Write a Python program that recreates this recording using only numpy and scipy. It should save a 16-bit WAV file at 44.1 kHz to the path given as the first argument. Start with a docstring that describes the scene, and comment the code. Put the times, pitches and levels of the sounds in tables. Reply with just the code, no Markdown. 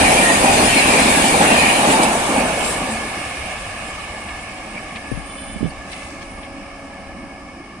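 """The last coaches of a passenger train rush past under a road bridge and run off into the distance.
Filtered noise makes the wheels' roar, rumble, ring and hiss; decaying modes make them knock on the rails.
The rails sing on in a few narrow bands behind the train; swelling bands of noise scrape and squeal.
Steady partials sound a far horn, a fluttering squeak and a toot on the bridge, with one low boom and clacks.
The train's wake buffets the microphone with gusts of low noise and short swings of air."""
import sys
import numpy as np
from scipy import signal
from scipy.fft import rfft, irfft, next_fast_len
from scipy.io import wavfile
from scipy.ndimage import uniform_filter1d

SR = 44100
rng = np.random.default_rng(int(sys.argv[2]) if len(sys.argv) > 2 else 0)


def generate_wav(sig):
    """Save sig (samples, or channels by samples) to the path in sys.argv[1] as 16-bit PCM at SR."""
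    pcm = np.round(np.clip(np.atleast_2d(sig).T, -1, 1) * 32767).astype(np.int16)
    wavfile.write(sys.argv[1], SR, pcm)


N = 343978

# spectral frames: window and step in samples, then the clock, frame times and bin frequencies
SIZE, HOP = 1024, 256
TIME = np.arange(N) / SR
FRAME_S = np.arange(N // HOP + 5)[:, None] * HOP / SR
BIN_HZ = np.fft.rfftfreq(SIZE, 1 / SR)
# the train's speed, and the moment its last wheels draw level with the microphone
SPEED_M_PER_S, TAIL_S = 32.35, 1.74
# the roar and rumble surge as bogies go by: time between surges and the moment of one of them
SURGE_EVERY_S, SURGE_AT_S = 0.479, 0.53


def amp(db):
    """Decibels to gain."""
    return np.exp(np.asarray(db) * (np.log(10) / 20))


def evened(x):
    """Scales to an rms of 1."""
    return x / np.sqrt(np.mean(abs(x) ** 2) + 1e-20)


def read(points):
    """Reads a spectrum on a log-frequency axis."""
    hz, value = np.transpose(points)
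    return np.interp(np.log(BIN_HZ + 1), np.log(hz + 1), value)


def add(mix, start_s, sound):
    """Mixes a sound in at its start time."""
    part = mix[..., max(round(start_s * SR), 0):][..., :sound.shape[-1]]
    part += sound[..., :part.shape[-1]]


def sides(balance_db):
    """Left and right gains for a left-right difference."""
    return np.array([amp(balance_db / 2), amp(-balance_db / 2)])


def smooth(per_frame):
    """Joins frame values by straight lines."""
    return np.interp(TIME, FRAME_S[:, 0], per_frame)


def together(*levels_db):
    """Level of several sounds at once, their powers added."""
    return 10 * np.log10(sum(amp(db) ** 2 for db in levels_db) + 1e-20)


def hump(middle_s, length_s):
    """A smooth rise and fall in dB below its top, 10 dB down at length_s either side."""
    return -10 * ((FRAME_S - middle_s) / length_s) ** 2


def gone(start_s=1.64, span_s=0.87):
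    """A straight ramp from 0 to 1, by default as the last van passes and runs down the line."""
    return np.clip((FRAME_S - start_s) / span_s, 0, 1)


def receding(reach_m, steepness, loss_db_per_m=0):
    """Level change as the tail draws away: by distance (steepness 1 = inverse square) and absorption."""
    metres = SPEED_M_PER_S * np.maximum(FRAME_S - TAIL_S, 0)
    return -10 * steepness * np.log10(1 + (metres / reach_m) ** 2) - loss_db_per_m * metres


def surge(every_s, at_s, last_s=2.33, fade_s=0.25):
    """A regular swell between -1 and 1 that fades out once the train is by."""
    return np.cos(2 * np.pi * (FRAME_S - at_s) / every_s) * (1 - gone(last_s, fade_s))


def bearing_lag(near_ms=0.31, far_ms=0.054, bass_hz=420):
    """Lag between ports, shrinking as the train moves from the side to straight ahead; less in the bass."""
    lag_ms = near_ms + (far_ms - near_ms) * gone(1.65, 1.17)
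    return lag_ms * BIN_HZ / np.hypot(BIN_HZ, bass_hz)


def patches(size):
    """Random unevenness, smooth over size = (frames, bins)."""
    z = rng.standard_normal((len(FRAME_S), len(BIN_HZ)), dtype=np.float32)
    over_time = uniform_filter1d(z, size[0], 0, mode="wrap")
    return evened(uniform_filter1d(over_time, size[1], 1, mode="wrap"))


def resonances(modes, shift=1):
    """Power response of steep-sided resonances, their centres scaled by shift."""
    # the factor .78 makes each width the full width at half power
    return sum(amp(db) ** 2 / (1 + ((BIN_HZ - hz * shift) / (.78 * width)) ** 2) ** 2
               for hz, width, db in modes)


def noise(colour, level_db, likeness, lag_ms=0, balance_db=0):
    """Noise of a given colour and level as two microphone ports hear it, the right one first."""
    draws = rng.standard_normal((2, len(FRAME_S), len(BIN_HZ), 2), dtype=np.float32)
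    left, other = draws.view(np.complex64)[..., 0]
    same = np.float32(np.clip(likeness, 0, 1))
    lead = np.float32(2 * np.pi * BIN_HZ * lag_ms / 1000)
    right = (same * left + np.sqrt(1 - same ** 2) * other) * (np.cos(lead) + 1j * np.sin(lead))
    size = np.float32(colour / np.sqrt(np.sum(colour ** 2, -1, keepdims=True)) * amp(level_db))
    pair = np.array([left, right]) * size * np.float32(sides(balance_db + np.zeros_like(FRAME_S)))
    return signal.istft(pair.swapaxes(1, 2), nperseg=SIZE, noverlap=SIZE - HOP)[1][:, :N]


def tones(lines, clock):
    """Steady partials from random phases that follow one wavering clock."""
    return sum(amp(db) * np.sqrt(2) * np.sin(2 * np.pi * (hz * clock + rng.random())) for hz, db in lines)


# relative spectrum of the near roar: pitch_hz, level_db (per Hz)
ROAR_COLOUR = [(60, -33), (120, -58), (160, -4.5), (250, -3), (320, -2.5), (400, -6), (520, -3),
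               (650, -0.5), (780, 1.5), (900, -2), (1050, -5), (1400, -11.5), (2000, -14), (4000, -48)]
# likeness of the two ports to the near train, also used by wheels and sliding: pitch_hz, likeness (0-1)
NEAR_LIKENESS = [(30, 0.99), (300, 0.95), (450, 0.74), (800, .76), (950, 0.42), (1200, 0.5), (2250, 0.57),
                 (2600, 0.2), (3000, 0.08), (9000, 0)]


def rolling(near_db=-15.0, surge_db=1.1, far_db=-36.5, patchy_db=1.5, sink=0.24, ground_loss_db=-1.5,
            end_dip_db=-6, last_surge_db=-26, last_surge_s=2.6):
    """Rough treads shake sleepers and bogies; the roar briefly deepens, recedes and loses low middle to the ground."""
    low_middle = np.exp(-np.log2((BIN_HZ + 1) / 380) ** 2)
    deeper = read([(hz * (1 - sink), db) for hz, db in ROAR_COLOUR])
    turned = gone(2.2, 0.68) * (1 - gone(2.6, 0.52))
    colour_db = (1 - turned) * read(ROAR_COLOUR) + turned * deeper
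    colour = amp(colour_db + ground_loss_db * low_middle * gone(6.2, 0.8))
    near = near_db + surge_db * surge(SURGE_EVERY_S, SURGE_AT_S) + receding(reach_m=63.7, steepness=9.3)
    far = far_db + receding(reach_m=110, steepness=1.02) + end_dip_db * gone(7.2, 0.7)
    level = together(near, far, last_surge_db + hump(last_surge_s, 0.097))
    level = level + patchy_db * patches(size=(9, 7))
    return noise(colour, level, read(NEAR_LIKENESS), bearing_lag(), -0.32)


# relative spectrum of the bass: pitch_hz, level_db (per Hz)
RUMBLE_COLOUR = [(10, -20), (25, -4), (45, 3), (85, 3), (120, -31), (170, 0), (400, -53)]


def rumble(level_db=-28.0, last_van_db=-5.0, surge_db=1.5, lumpy_db=1, dulling_db=-3):
    """Lumpy bass, alike at both ports, surges with the bogies, drops with the last van and dulls with distance."""
    dulling = dulling_db * gone(2.0, 3.5) * np.log2(1 + (BIN_HZ / 100) ** 4)
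    colour = amp(read(RUMBLE_COLOUR) + dulling)
    level = level_db + last_van_db * gone(1.4, 0.16) + surge_db * surge(SURGE_EVERY_S, SURGE_AT_S)
    level = level + receding(reach_m=49.0, steepness=0.93) + lumpy_db * patches(size=(10, 12))
    return noise(colour, level, 1.0, balance_db=-2.0)


# relative spectrum of the broad ring: pitch_hz, level_db (per Hz)
RING_COLOUR = [(900, -17), (1400, -4.5), (1650, -1.5), (2050, -3.5), (2400, 3), (2850, 1.5), (3250, -7.5),
               (3900, -11), (6000, -45)]
# wheel modes before the pitch drop of receding: pitch_hz, width_hz, level_db (on the scale of the broad ring)
WHEEL_MODES = [(1860, 90, 4), (2230, 90, 2.5), (2400, 80, 5), (2690, 110, 0), (4177, 22, -12)]
# rise and fall of the ring as coach after coach goes by: time_s, level_db (relative)
RING_SWELL = [(0, 1.5), (.3, 0), (.42, -3), (.6, -.5), (.75, 1.5), (1.0, .5), (1.35, -1.5), (1.5, .5),
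              (1.72, -0.5), (1.85, -0.5), (2.15, -0.5), (2.5, 1.5)]


def wheels(level_db=-18.0, patchy_db=3.0, throb_db=0.75, doppler=0.066, damping=0.54,
           far_balance_db=-4.5, settling=0.34):
    """Wheel modes ring unevenly, swell as coaches pass and throb at random, then sink and blur as they recede."""
    modes = resonances(WHEEL_MODES, 1 - doppler * gone()) * (1 - damping * gone(1.6, 0.67))
    colour = np.sqrt(amp(read(RING_COLOUR)) ** 2 + abs(modes))
    uneven = patchy_db * patches(size=(14, 3)) + throb_db * patches(size=(8, 200))
    uneven = uneven * (1 - settling * gone())
    level = level_db + np.interp(FRAME_S, *np.transpose(RING_SWELL))
    level = level + receding(reach_m=4.5, steepness=0.54, loss_db_per_m=0.08)
    balance = -0.9 + far_balance_db * gone()
    return noise(colour, level + uneven, read(NEAR_LIKENESS), bearing_lag(0.42, 0.38), balance)


# relative spectrum of the hiss: pitch_hz, level_db (per Hz)
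HISS_COLOUR = [(2000, -6.5), (3600, -1.5), (4700, -3.5), (5800, -5.5), (7200, -3), (8600, 1), (9500, 3),
               (10400, -5), (11500, -17.5), (13000, -16), (14500, -35), (16000, -43)]


def sliding(level_db=-18.0, last_van_db=-2.5, patchy_db=3.0, flicker_db=0.32, air_db_per_khz=-4.0,
            surge_db=.5):
    """Hiss from the contact patches, softer under the last van; air takes the top off it with distance."""
    air = air_db_per_khz * gone(2, 3.5) * np.maximum(BIN_HZ / 1000 - 9.5, 0)
    colour = amp(read(HISS_COLOUR) + air)
    uneven = patchy_db * patches(size=(8, 4)) + flicker_db * patches(size=(6, 250))
    uneven = uneven + surge_db * surge(every_s=0.44, at_s=0.17)
    level = level_db + last_van_db * gone(1.3, 0.49)
    level = level + receding(reach_m=17.3, steepness=1.28, loss_db_per_m=0.03)
    return noise(colour, level + uneven, read(NEAR_LIKENESS), bearing_lag(0.415, 0.092), 2.3)


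# low resonances of the coach bodies: pitch_hz, width_hz, level_db (relative)
BODY_MODES = [(170, 17, -3), (216, 18, 1.5), (291, 60, -1.5)]


def drumming(level_db=-41.0, far_gain_db=1.1, uneven_db=2.5):
    """The long coach bodies drum in a few low resonances, which carry well over the ground."""
    colour = np.sqrt(resonances(BODY_MODES)) / (1 + (140 / (BIN_HZ + 1)) ** 8)
    level = level_db + far_gain_db * gone(4.3, 0.7) + uneven_db * patches(size=(14, 3))
    return noise(colour, level, 0.97, .05, -0.78)


# bands in which the rails carry vibration far: pitch_hz, width_hz, level_db (relative)
RAIL_BANDS = [(620, 154, -4), (755, 73, -1), (1153, 116, -0.8), (1190, 18, -5), (1712, 76, 0.5),
              (2195, 46, 2), (2260, 36, 0.5), (2450, 110, -10.5), (2890, 230, -13), (5170, 880, -17.5)]
# likeness of the two ports to the singing rails: pitch_hz, likeness (0-1)
FAR_LIKENESS = [(30, 1), (700, 0.98), (1200, 0.66), (1700, 0.71), (2230, 0.96), (2600, 0.38), (5000, 0.092)]


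def rails(level_db=-28, open_db=4.0, patchy_db=1.0):
    """Rails lead the wheels' vibration back along the track in narrow bands, clearest just behind the train."""
    level = level_db + open_db * gone(2.0, 0.5) + receding(reach_m=32.7, steepness=0.96)
    level = level + patchy_db * patches(size=(14, 5))
    return noise(np.sqrt(resonances(RAIL_BANDS)), level, read(FAR_LIKENESS), 0.049, 0.1)


def struck(modes, rise_s, spread=0.056):
    """One blow on a set of modes, detuned a little at random; the right port hears it first."""
    hz, db, t60 = np.transpose(modes)[:, :, None]
    detune, turn = rng.uniform(-0.88, 1, (2, len(modes), 1))
    t = np.arange(SR // 4) / SR
    ring = amp(db - 60 * t / t60) * np.sin(2 * np.pi * hz * (1 + spread * detune) * t + np.pi * turn)
    blow = ring.sum(0) * (1 - np.exp(-t / rise_s))
    blow = blow / np.sqrt(np.mean(blow[:SR // 25] ** 2))  # rms 1 over the first 40 ms
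    return np.array([np.interp(t - .0002, t, blow), blow])


# low modes of a knock, before detuning: pitch_hz, level_db (relative), t60_s
THUD_MODES = [(71, -13, 0.26), (164.3, -4.5, 0.21), (217.2, -2, 0.31), (253.4, -0.5, 0.42),
              (290.4, 6, 0.083), (377, -6, 0.18)]
# higher modes of a knock, before detuning: pitch_hz, level_db (relative), t60_s
CLANG_MODES = [(518, -0.5, 0.1), (631, -9, 0.36), (674, -9.5, 0.19), (768, -2.5, 0.27), (841, 3, 0.14),
               (916, -4.5, 0.21), (1018, -9.5, 0.16)]
# axles crossing a rail joint: start_s, thud_level_db, clang_level_db (before each layer's trim)
KNOCKS = [(0.012, -17, -20), (0.1, -17.5, -20), (0.186, -16.5, -16), (0.296, -16, -16), (0.44, -15, -12),
          (0.54, -22, -18), (0.626, -15, -22), (0.754, -14, -31), (0.878, -17, -15), (0.941, -19, -22),
          (0.973, -17.5, -15), (1.055, -17, -24), (1.167, -15, -20), (1.235, -17.5, -19),
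          (1.334, -19, -14.5), (1.402, -15, -11.5), (1.43, -18.5, -22), (1.505, -14.5, -16.5),
          (1.617, -17, -19.5), (1.783, -17, -26), (1.835, -26, -14), (1.872, -13, -19), (1.932, -26, -14),
          (1.99, -21, -22), (2.03, -19, -13),  (2.29, -17, -25), (2.35, -27, -14.5), (2.374, -17, -24),
          (2.43, -22.5, -24), (2.806, -23.5, -29), (2.88, -28, -27), (4.132, -41, -33), (4.654, -42, -32.5),
          (4.739, -37, -32)]


def knocks(thud_trim_db=-5.5, clang_trim_db=-5):
    """Axle after axle hits the joint; each knock thuds in the sleepers and clangs in the frame."""
    out = np.zeros((2, N))
    for start_s, thud_db, clang_db in KNOCKS:
        thud = amp(thud_db + thud_trim_db) * struck(THUD_MODES, 0.0033)
        clang = amp(clang_db + clang_trim_db) * struck(CLANG_MODES, 0.0058)
        add(out, start_s, thud + clang)
    return out


def rub(length_s, centre_hz, octaves, balance_db, glide_hz_per_s=0, grain_db=0):
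    """Steel sticks and slips on steel, swelling and dying: a wide band grates, a narrow one whistles."""
    n = next_fast_len(int(4 * length_s * SR))
    t = (np.arange(n) - n / 2) / SR
    band = np.exp(-(np.log2((np.fft.rfftfreq(n, 1 / SR) + 1) / centre_hz) / octaves) ** 2 / 2)
    # one-sided spectrum: a complex voice, so that a turning phase can slide its pitch
    voice = np.fft.ifft(rfft(rng.standard_normal((2, n))) * band, n)
    voice = voice * np.exp(1j * np.pi * glide_hz_per_s * t ** 2)
    grain = uniform_filter1d(uniform_filter1d(rng.standard_normal(n), size=20), size=130)
    slips = amp(grain_db * evened(grain))
    swell = np.exp(-2 * (t / length_s) ** 2)
    return sides(balance_db)[:, None] * evened(voice.real * slips * swell) * np.sqrt(np.mean(swell ** 2))


# short scrapes of steel, level before trim:
# middle_s, level_db, length_s, centre_hz, width_octaves, balance_db (left-right)
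SCRAPES = [(1.15, -27.5, 0.15, 1630, .2, -3), (1.45, -21.5, 0.034, 1470, 0.34, -2),
           (1.58, -28.5, .12, 4000, .35, 1), (1.92, -22, .045, 2200, .6, -2),
           (1.93, -20.5, 0.028, 8400, 0.22, 3), (2.036, -20, 0.019, 8600, 0.18, 1),
           (2.04, -25.5, 0.021, 4000, .5, -1), (2.4, -26.5, .05, 2410, .15, -6),
           (2.64, -30, .08, 2600, .15, -4), (2.67, -31.5, 0.12, 3600, 0.77, -2),
           (2.69, -29, 0.14, 8700, 0.21, 5), (2.927, -32.5, 0.043, 8500, 0.19, 5),
           (4.772, -31.5, 0.029, 2300, 0.13, -4), (5.69, -47, .04, 9000, .13, 5),
           (5.706, -44, 0.009, 4600, 0.06, 1), (5.927, -36, .03, 2800, .7, -1),
           (5.92, -43, .018, 9000, .14, 1), (5.99, -42, .11, 2400, .45, -1), (5.98, -47, .15, 9200, .11, 1),
           (6.05, -49, 0.35, 5500, 0.52, 3), (6.228, -42, 0.022, 3300, 0.7, 1),
           (6.438, -39, .018, 2300, 0.49, 3)]
# wheels singing out and flanges squealing, level before trim:
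# middle_s, level_db, length_s, pitch_hz (at the middle), width_octaves, balance_db (left-right), glide_hz_per_s
SQUEALS = [(0.025, -22, .035, 2300, .04, -1, 0), (0.25, -24.5, .14, 1850, .04, -1, -300),
           (0.78, -21, .035, 2400, .01, -1, -400), (0.97, -27, .09, 2400, .015, -1, -400),
           (0.785, -27, .035, 4180, .005, 1, -600), (0.785, -32, .035, 4820, .008, 1, -600),
           (1.5, -24, .07, 2740, .04, 0, -1200), (1.62, -23, .09, 2450, .05, -1, -2000),
           (2.67, -36.5, .1, 7430, .005, 0, -300), (5.15, -48, .12, 9380, .018, -1, -1000),
           (5.41, -43.3, .23, 9035, .004, -2, 150), (5.45, -47, .24, 9260, .026, -1, 0),
           (6.35, -53, .20, 9380, .018, 0, 0)]


def flanges(scrape_trim_db=1.0, squeal_trim_db=3.5, grain_db=3):
    """Steel rubs in grainy scrapes and smooth squeals, many of which slide in pitch."""
    out = np.zeros((2, N))
    for rows, trim_db, grain in (SCRAPES, scrape_trim_db, grain_db), (SQUEALS, squeal_trim_db, 0):
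        for middle_s, db, *shape in rows:
            sound = amp(db + trim_db) * rub(*shape, grain_db=grain)
            add(out, middle_s - sound.shape[1] / SR / 2, sound)
    return out


def boom(level_db=-25.5, at_s=2.885, hz=221, rise_s=0.013, t60_s=0.79):
    """The body of the last van booms once on one low note."""
    t = np.maximum(TIME - at_s, 0)
    return amp(level_db - 60 * t / t60_s) * (1 - np.exp(-t / rise_s)) * np.sin(2 * np.pi * hz * t)


# swell of a far two-tone horn: time_s, level_db (relative)
HORN_SWELL = [(3.9, -60), (4.6, -7.5), (5.4, -0.5), (6.0, -0.5), (6.7, 2), (7.15, 0.5), (7.52, -3),
              (7.78, -19.5)]
# partials of the horn, before the swell and a slight waver: pitch_hz, level_db
HORN_LINES = [(277.3, -47), (554.5, -47), (651.4, -51.5), (834, -54.5), (1109, -57.5), (1298, -58)]


def horn(level_db=0.0, waver=0.00201):
    """One long blast from far down the line swells as the air carries it, its pitch wandering slightly."""
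    clock = np.cumsum(1 + waver * smooth(patches(size=(30, 1))[:, 0])) / SR
    swell = amp(level_db + np.interp(TIME, *np.transpose(HORN_SWELL)))
    return swell * tones(HORN_LINES, clock)


# sharp clacks of steel down the line: start_s, level_db
CLACKS = [(4.285, -29), (4.95, -31), (4.958, -23.5), (4.968, -29.5)]
# relative spectrum of a clack: pitch_hz, level_db (per Hz)
CLACK_COLOUR = [(400, -26), (1000, -1), (1500, -7), (2400, 4), (3300, -5), (5000, -15), (7000, -28),
                (11000, -50)]


def clacks(level_db=0.0, rise_s=.001, decay_s=0.0076):
    """Loose steel snaps against steel: a quick edge of coloured noise that dies within milliseconds."""
    out, t = np.zeros((2, N)), np.arange(SIZE) / SR
    colour = evened(amp(read(CLACK_COLOUR)))
    for start_s, db in CLACKS:
        burst = rng.standard_normal((3, SIZE)) * (1 - np.exp(-t / rise_s)) * np.exp(-t / decay_s)
        # the centred filter delays the burst by half a window, so it is placed that much earlier
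        left, right, shared = signal.fftconvolve(burst, np.fft.fftshift(irfft(colour))[None], axes=1)
        pair = (np.array([left, right]) + shared) / np.sqrt(2)
        add(out, start_s - SIZE / SR / 2, amp(db + level_db) * pair)
    return out


# eddies striking one port: start_s, level_db (before trim), pitch_hz (mid-slowing), decay_s,
# port (0 left, 1 right)
EDDIES = [(5.115, -6.5, 284, 0.0038, 0), (5.122, -10.5, 135, 0.0063, 0), (5.136, -21, 51.3, 0.045, 0),
          (5.172, -20.5, 168, 0.015, 0), (5.558, -16, 204, 0.0091, 1), (5.606, -16.5, 198.5, 0.03, 1),
          (5.628, -1.5, 238, 0.0034, 1), (5.642, -7.5, 152, 0.0086, 1), (5.654, -9.5, 168, 0.014, 1)]


def wake(trim_db=2, slowing=0.15, rise_s=0.00048, churn=0.19, churn_hz=640):
    """Each eddy shoves the air at one port, which churns and swings a few times, ever slower."""
    out, t = np.zeros((2, N)), np.arange(SR // 6) / SR
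    low_pass = signal.butter(6, churn_hz, fs=SR, output="sos")
    for start_s, db, hz, decay_s, port in EDDIES:
        turns = np.cumsum(hz * (1 + slowing * (2 * np.exp(-t / decay_s) - 1))) / SR
        churning = churn * evened(signal.sosfilt(low_pass, rng.standard_normal(len(t))))
        air = churning - np.sin(2 * np.pi * turns)
        thump = signal.sosfilt(low_pass, air * np.exp(-t / decay_s) * (1 - np.exp(-t / rise_s)))
        add(out[int(round(port))], start_s, amp(db + trim_db) * thump)
    return out


# relative spectrum of the stirred air: pitch_hz, level_db (per Hz)
DRAUGHT_COLOUR = [(10, -10), (28, -2), (45, 23), (65, -2), (100, -14), (250, -47)]
# gusts behind the train: middle_s, level_db, length_s (from the middle to 10 dB down)
GUSTS = [(5.2, -45, 0.15), (5.66, -34.5, 0.22), (6.45, -42, 0.52), (7.096, -39.5, 0.38)]


def draught(gusty_db=2):
    """Stirred air tumbles over the two ports, only partly alike, gust by gust."""
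    level = together(*(db + hump(middle_s, length_s) for middle_s, db, length_s in GUSTS))
    return noise(amp(read(DRAUGHT_COLOUR)), level + gusty_db * patches(size=(14, 30)), 0.65)


# pulses of a fluttering squeak, level before trim: middle_s, level_db, length_s (to 10 dB down)
SQUEAK_PULSES = [(5.308, -41.5, .016), (5.387, -39.5, .016), (5.428, -43, .016), (5.495, -44, .025),
                 (5.548, -44, .016), (5.65, -45, .022)]
# partials of the squeak, before jitter: pitch_hz, level_db (relative)
SQUEAK_LINES = [(3042, -1.5), (3467, -4.5), (3989, -16)]


def squeak(trim_db=-1.0, between_db=-51, middle_s=5.42, length_s=0.26, jitter=0.00402):
    """A dry squeak of a few jittery partials sounds faintly and flares up in short pulses."""
    flares = [(middle_s, between_db, length_s)] + SQUEAK_PULSES
    level = together(*(db + hump(at_s, span_s) for at_s, db, span_s in flares))
    clock = np.cumsum(1 + jitter * smooth(patches(size=(2, 1))[:, 0])) / SR
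    return smooth(amp(trim_db + level)[:, 0]) * tones(SQUEAK_LINES, clock)


# the two notes of a motor horn on the bridge: pitch_hz, level_db
TOOT_NOTES = [(436.8, -43), (510.2, -46.5)]
# relative level of the partials, one spectrum for each note: pitch_hz, level_db
TOOT_COLOURS = [
    [(440, -20), (880, -12), (1310, -4), (1750, -5), (2180, -4), (2620, 2), (3060, -5), (3500, -7),
     (4400, -11), (6100, -19), (6600, -11), (7900, -9), (9400, -9), (10500, -22), (12000, -45)],
    [(510, -15), (1020, -8), (1530, -1), (2040, 2), (2550, -7), (4000, -22), (12000, -50)],
]


def toot(level_db=0.0, start_s=5.85, rise_s=.06, hold_s=0.21, t60_s=1.0, waver=.001):
    """Two buzzing diaphragms sound briefly, phased differently at each port, and die away under the bridge."""
    t = np.arange(SR) / SR
    wander = evened(uniform_filter1d(rng.standard_normal(SR), size=900))
    clock = t + waver * np.cumsum(wander) / SR
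    out, horns = np.zeros((2, N)), np.zeros((2, SR))
    for (pitch_hz, db), colour in zip(TOOT_NOTES, TOOT_COLOURS):
        hz = np.arange(pitch_hz, 11000, pitch_hz)
        lines = list(zip(hz, np.interp(hz, BIN_HZ, read(colour))))
        horns += amp(db) * evened(np.array([tones(lines, clock), tones(lines, clock)]))
    fall = amp(level_db - 60 * np.maximum(t - hold_s, 0) / t60_s)
    add(out, start_s, horns * np.minimum(t / rise_s, 1) * fall)
    return out


def scene():
    """The train, the track behind it, its wake and the horns."""
    train = rolling() + rumble() + wheels() + sliding() + drumming() + knocks() + flanges() + boom()
    track = rails() + clacks() + squeak()
    return train + track + wake() + draught() + horn() + toot()


EDGE_HZ = 15200


def record(dry, low_cut_hz=21):
    """The microphone's low cut, the full-scale limit, then the band limit."""
    low_cut = signal.butter(2, low_cut_hz, "high", fs=SR, output="sos")
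    heard = np.clip(signal.sosfilt(low_cut, dry), -1, 1)
    band_limit = signal.firwin(511, EDGE_HZ, window=("kaiser", 9), fs=SR)
    return signal.oaconvolve(heard, band_limit[None], "same")


dry = scene()
out = record(dry)
generate_wav(out)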